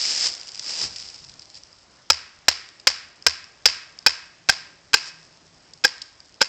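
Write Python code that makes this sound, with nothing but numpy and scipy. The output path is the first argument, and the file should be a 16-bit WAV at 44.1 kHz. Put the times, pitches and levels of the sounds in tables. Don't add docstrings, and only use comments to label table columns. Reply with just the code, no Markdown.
import sys
import numpy as np
from scipy import signal
from scipy.io import wavfile
from scipy.ndimage import uniform_filter1d, minimum_filter1d

SR = 44100
rng = np.random.default_rng(int(sys.argv[2]) if len(sys.argv) > 2 else 0)


def digitize_waveform(pressure):
    field = np.atleast_2d(pressure).T
    bounded = np.clip(field, -1, 1)
    quanta = np.round(bounded * 32767).astype(np.int16)
    wavfile.write(sys.argv[1], SR, quanta)


def undo_db(level):
    steps = np.asarray(level, float) / 20
    return 10 ** steps


N = 285768


def evened(x):
    return x / np.sqrt(np.mean(x ** 2) + 1e-20)


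def read(points, hz):
    f, value = np.transpose(points)
    return np.interp(np.log(hz + 1), np.log(f + 1), value)


def add(mix, start_s, sound):
    part = mix[round(start_s * SR):][:len(sound)]
    part += sound[:len(part)]


def passed(x, kind, hz, order=2):
    return signal.sosfilt(signal.butter(order, hz, kind, fs=SR, output="sos"), x)


def swell(start_s, level_db, rise_db_per_s, fall_db_per_s, until_s=None):
    t = np.arange(N) / SR
    early = np.maximum(start_s - t, 0)
    late = np.maximum(t - (until_s or start_s), 0)
    return undo_db(level_db - rise_db_per_s * early - fall_db_per_s * late)


def random_signs():
    return rng.choice([-1., 1.], N)


# pitch_hz [Hz], level_db [dB per Hz]
HUSH_COLOUR = [(120, -40.5), (200, -9), (310, -5.5), (341, -6.5), (428, -6.5), (472, -10.5), (537, -4.5),
               (2800, -12.5), (3520, -12.5), (5360, -10), (7900, -20.5), (9600, -67), (12500, -87),
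               (21100, -120)]
# start_s [s], level_db [dB]
FOOT_PUFFS = [
    (.07, -65),
    (.25, -63),
    (0.849, -48.5),
    (1.01, -76),
    (1.22, -61),
    (1.31, -57),
    (1.55, -71),
]


def air():
    frames, hz = N // 256 + 5, np.fft.rfftfreq(1024, 1 / SR)
    a, b, patches = rng.standard_normal((frames, 513, 3)).T
    patches = evened(uniform_filter1d(uniform_filter1d(patches, 20, 0), 10, 1))
    spectrum = (a + 1j * b) * undo_db(read(HUSH_COLOUR, hz)[:, None] + 1.37 * patches)
    hush = signal.istft(spectrum, nperseg=1024, noverlap=768)[1][:N]

    lumps = undo_db(2.0 * evened(passed(rng.standard_normal(N), "low", 14)))
    breeze = evened(lumps * passed(passed(rng.standard_normal(N), "low", 130), "high", 62))
    gusts = undo_db(-65.5) + sum(swell(start_s, level_db, 345, 176.5) for start_s, level_db in FOOT_PUFFS)

    drone_hz, drone_width_hz = 163, 19
    drone_band = [drone_hz - drone_width_hz / 2, drone_hz + drone_width_hz / 2]
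    drone = evened(passed(rng.standard_normal(N), "band", drone_band))
    passing = swell(4.36, -67.5, 85, 147, until_s=5.8)
    return undo_db(-57) * evened(hush) + gusts * breeze + passing * drone


def settling():
    ticks_per_s, level_db = 250, -57
    size = undo_db(3.3 * np.minimum(rng.exponential(1, N), 4)) * (rng.random(N) < ticks_per_s / SR)
    return undo_db(level_db) * evened(passed(size * random_signs(), "high", 6900))


def pops():
    pops_per_s, pop_s, level_db = 130, 0.0017, -1
    size = undo_db(4.5 * np.minimum(rng.exponential(1, N), 3)) * (rng.random(N) < pops_per_s / SR)
    fade = np.exp(-np.arange(600) / (pop_s * SR))
    bursts = signal.oaconvolve(size, fade)[:N] * rng.standard_normal(N)
    return undo_db(level_db) * evened(passed(bursts, "high", 2600))


# start_s [s, most weight], level_db [dB], rise_db_per_s [dB/s],
# fall_db_per_s [dB/s], crunch_db [dB]
STEPS = [
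    (.118, -21.5, 10, 111, -14),
    (.266, -17.5, 66.5, 336, -12),
    (0.699, -26, 160, 96, -10),
    (.838, -21, 113, 370, -9),
    (.994, -37.5, 121, 62, -12.5),
    (1.57, -40, 400, 500, -17),
    (5.082, -34, 165, 600, -8),
]


def leaves():
    crackles_per_s, clumpy_db, hiss = 4000, 2.0, 0.98
    ticks = (rng.random(N) < crackles_per_s / SR) * random_signs()
    clumps = undo_db(clumpy_db * evened(passed(rng.standard_normal(N), "band", [25, 120], order=1)))
    broken = evened(clumps * (evened(ticks) + hiss * rng.standard_normal(N)))
    crunch = passed(broken, "low", 780, order=1)
    crackle = passed(broken, "high", 3090, order=1)

    press = np.array([swell(*step[:4]) for step in STEPS])
    ease = np.array([swell(start_s, level_db - 22, rise, 23.5) for start_s, level_db, rise, *_ in STEPS])
    low = np.vstack([press * undo_db(np.array(STEPS)[:, 4:]), ease * undo_db(-2.5)])
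    crackle_gain = np.linalg.norm(np.vstack([press, ease]), axis=0)
    crunch_gain = 3.5 * np.linalg.norm(low, axis=0)
    return crackle_gain * crackle + crunch_gain * crunch + np.linalg.norm(ease, axis=0) * pops()


def rattle(length_s, chance, clumpy_db=1.5):
    t = np.arange(len(chance)) / SR
    u = t / length_s
    shape = np.minimum(t / 0.00092, 1) ** 2 * undo_db(-8 * u) / (1 + u ** 4)
    clumps = evened(uniform_filter1d(chance[:, 1], 30))
    return shape * chance[:, 0] * undo_db(clumpy_db * clumps)


# start_s [s], level_db [dB, peak], length_s [s]
LEAF_SNAPS = [(0.3505, -18.5, 0.0033), (.3785, -26, 0.0025), (0.487, -26, 0.0049), (0.518, -23, 0.0025),
              (0.5465, -20, 0.003), (0.556, -22, 0.0024), (0.594, -13.5, 0.0049), (.9607, -20, 0.0049),
              (.984, -23, 0.0022), (0.999, -24, .0026), (1.0246, -24, 0.0024), (1.087, -26, 0.0039),
              (1.143, -26.5, 0.0038), (1.246, -30.5, 0.0051), (1.295, -31.5, 0.007), (1.339, -29.5, 0.0033),
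              (1.394, -24, 0.0034), (1.4205, -31, 0.0029), (1.456, -32, .0018), (1.501, -28, .0021),
              (1.5445, -29, 0.0025), (1.553, -31.5, 0.0028), (1.635, -28.5, 0.0018), (1.7285, -36, .0017)]
# start_s [s], level_db [dB, peak], length_s [s]
FIBRE_TEARS = [(2.689, -26, 0.0013), (2.798, -32, 0.0052), (3.224, -31.5, .0027), (3.442, -29, 0.0017),
               (3.9884, -23.5, 0.0037), (4.026, -38, .0029), (4.357, -42, 0.0016), (5.075, -29.5, .0012),
               (5.229, -37, .0022), (5.372, -38, 0.0039), (5.735, -28.5, 0.0051), (5.776, -40, .0026),
               (5.981, -30, 0.002), (6.0173, -19.5, 0.0089), (6.203, -34, 0.0032), (6.343, -33.5, 0.0013)]


def snaps():
    out, rows = np.zeros(N), LEAF_SNAPS + FIBRE_TEARS
    for (start_s, level_db, length_s), chance in zip(rows, rng.standard_normal((len(rows), 800, 2))):
        pitch_hz = 5200 * (1 + 0.05 * chance[0, 0])
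        snap = passed(rattle(length_s, chance), "band", [0.58 * pitch_hz, 2.76 * pitch_hz])
        add(out, start_s - .0006, undo_db(level_db - 1.5) * snap / abs(snap).max())
    return out


def ring(pitch_hz, level_db, t60_s):
    t = np.arange(6000) / SR
    return undo_db(level_db - 60 * t / t60_s) * np.sin(2 * np.pi * pitch_hz * t)


# start_s [s], level_db [dB, peak], stick_hz [Hz], stick_db [dB], log_db [dB]
BLOWS = [
    (2.1, -4, 1342, -9, -11),
    (2.482, -2, 1803, -12, -18),
    (2.87, -1.5, 1500, -10, -13.5),
    (3.264, -3, 1560, -5.5, -10.5),
    (3.655, 0.5, 1553, -11.5, -11.5),
    (4.062, -2, 1555, -3, -9),
    (4.493, -4, 1570, -3, -11.5),
    (4.939, -2.5, 1587, -3, -4),
    (5.847, -8, 1620, 2, -14),
    (6.414, -10.5, 1510, -2.5, -6.5),
]
# start_s [s], level_db [dB], length_s [s], wood_db [dB]
TOUCHES = [(4.488, -7, 0.0082, -11.5), (4.9327, -5, 0.0037, -15.5), (5.8389, -15.5, 0.0064, -7.5),
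           (5.8404, -8, 0.0036, -25), (5.8445, -11.5, 0.014, -5), (6.407, -33, 0.0035, 4.5),
           (6.4104, -16.5, 0.0034, -3.5), (6.4118, -13, 0.006, -17), (6.4237, -9, 0.0063, -8),
           (6.4272, -22, .0012, -12), (2.488, -14.5, 0.0023, -21), (3.662, -7, 0.0035, -8),
           (4.0712, -11, 0.0048, -1), (2.885, -12, 0.0044, -31)]
# pitch_hz [Hz], level_db [dB], t60_s [s]
LOG_RINGS = [(2512, -5, 0.025), (3297, -2, 0.0089), (3810, -9, 0.013)]
# pitch_hz [Hz], level_db [dB], t60_s [s]
LINGERING_RINGS = [
    (1570, -24, .06),
    (2560, -28, .055),
]


def blows():
    near, opening, click = np.zeros((3, N))
    overdrive_db, rattle_s = 8, 0.0078
    rows = [(start_s + .0007, level_db + overdrive_db, rattle_s, *wood) for start_s, level_db, *wood in BLOWS]
    rows += [(start_s, level_db, length_s, 1580, wood_db, wood_db + 3.5)
             for start_s, level_db, length_s, wood_db in TOUCHES]
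    first = 4.95 * (np.arange(6000) == 12)
    first_click = first + 0.66 * passed(first, "band", [1200, 2900], order=1)
    stick_linger, log_linger = [ring(*row) for row in LINGERING_RINGS]
    chances = rng.standard_normal((len(rows), 1500, 3))
    for (start_s, level_db, length_s, stick_hz, stick_db, log_db), chance in zip(rows, chances):
        gain = undo_db(level_db)
        crack = rattle(length_s, chance)
        push = 0.058 * rattle(0.75 * length_s, chance[:, ::-1])
        push[12] = 1
        log = sum(ring(hz * (1 + chance[k, 2] / 100), db, t60_s)
                  for k, (hz, db, t60_s) in enumerate(LOG_RINGS))
        modes = ring(stick_hz, stick_db, 0.021) + undo_db(log_db) * log
        add(near, start_s, gain * signal.fftconvolve(push, modes))
        add(near, start_s, gain * (0.67 * crack + 0.091 * passed(crack, "band", [1200, 2900])))
        short_crack = rattle(0.0035, chance, clumpy_db=-0.5)[:300]
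        add(opening, start_s, gain * evened(short_crack) * 0.44)
        add(click, start_s, gain * (first_click + 0.13 * modes))
        linger = stick_linger * undo_db(stick_db) + log_linger * undo_db(min(log_db, -8.5) + 20.5)
        add(click, start_s, gain * linger)
    return near, opening, click


# knock_db [dB, peak], low_hz [Hz], upper_hz [Hz], upper_db [dB],
# thud_db [dB]
LOG_KNOCKS = [
    (-21, 550, 890, 3.5, -37),
    (-23.5, 580, 970, 1, -41),
    (-17, 550, 1050, -2.5, -47),
    (-17.5, 475, 980, -1, -38.5),
    (-17, 504, 825, -3.5, -44.5),
    (-16, 515, 900, 1.5, -45),
    (-23, 690, 760, 8, -48),
    (-16.5, 440, 840, -1, -52),
    (-15.5, 514, 826, -1.5, -60),
    (-16.5, 547, 886, -1, -59),
]


def thuds():
    knock, soil = np.zeros((2, N))
    for (start_s, *_), (knock_db, low_hz, upper_hz, upper_db, thud_db) in zip(BLOWS, LOG_KNOCKS):
        modes = ring(low_hz, 0, 0.033) + ring(upper_hz, upper_db, 0.032)
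        modes += ring(311, -15, 0.05)
        add(knock, start_s + 0.00124, undo_db(knock_db + 11.5) * modes)
        add(soil, start_s, ring(77, thud_db + 3.5, 0.2) * signal.windows.tukey(6000, .15))
    return knock, soil


# delay_s [s], level_db [dB], centre_hz [Hz], width_hz [Hz]
ECHOES = [
    (0.0101, -21, 4980, 3040),
    (0.0184, -17, 5130, 900),
    (.0300, -22.5, 3000, 5080),
    (.042, -28, 3500, 4500),
]


def echoes(x):
    out = np.zeros(N)
    for delay_s, level_db, centre_hz, width_hz in ECHOES:
        band = [max(centre_hz - width_hz / 2, 300), centre_hz + width_hz / 2]
        add(out, delay_s, undo_db(level_db) * passed(x, "band", band, order=1))
    return out


# pitch_hz [Hz], t60_s [s]
TRUNK_FADE = [(300, 0.33), (1500, 0.75), (3000, 0.61), (5000, 0.49), (8000, 0.39)]


def forest(x):
    taps = np.zeros(SR)
    at = np.arange(500, SR - 20, 10)
    at = at + rng.integers(0, 10, len(at))
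    taps[at] = rng.choice([-1., 1.], at.shape) * undo_db(4.5 * rng.standard_normal(at.shape))
    hz, t, z = signal.stft(taps, SR, nperseg=256)
    fade = undo_db(-60 * t / read(TRUNK_FADE, hz)[:, None])
    tail = signal.istft(z * fade, SR, nperseg=256)[1]
    return undo_db(-18) * signal.fftconvolve(x, tail / np.linalg.norm(tail))[:N]


# pitch_hz [Hz], level_db [dB]
MICROPHONE_CURVE = [(59, -38), (100, -33.5), (300, -25), (970, -18), (2470, -11.5), (3600, -14),
                    (4400, -8.5), (4750, -2), (5200, -0.5), (5700, -8.5), (6430, -15.5), (7500, -13.5),
                    (8730, -34), (9600, -78)]


def microphone(x):
    hz = abs(np.fft.fftfreq(8192, 1 / SR))
    log_gain = np.log(undo_db(np.maximum(read(MICROPHONE_CURVE, hz), -100)))
    taps = np.fft.ifft(np.exp(log_gain - 1j * signal.hilbert(log_gain).imag)).real[:4096]
    return signal.oaconvolve(x, taps / np.linalg.norm(taps))[:N]


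def scene():
    near, opening, click = blows()
    knock, soil = thuds()
    snapping, rustle = snaps(), leaves()
    far_rustle = passed(rustle, "low", 3000, order=1)
    scattered = forest(click + 0.38 * knock + undo_db(6.0) * snapping + undo_db(3.0) * far_rustle)
    heard = near + knock + snapping + rustle + settling() + echoes(opening) + scattered
    return (microphone(heard) + soil + air())[None]


def low_pass(x):
    return signal.sosfilt(signal.butter(12, 16570, fs=SR, output="sos"), x)


def record(dry):
    ceiling, headroom = .73, 1.36
    crest = -minimum_filter1d(-abs(dry), 24)
    gain = uniform_filter1d(np.minimum(headroom * ceiling / (crest + 1e-9), 1), 24)
    clipped = np.clip(dry * gain, -ceiling, ceiling)
    return low_pass(passed(clipped, "low", 16100, order=10))


dry = scene()
out = record(dry)
digitize_waveform(out)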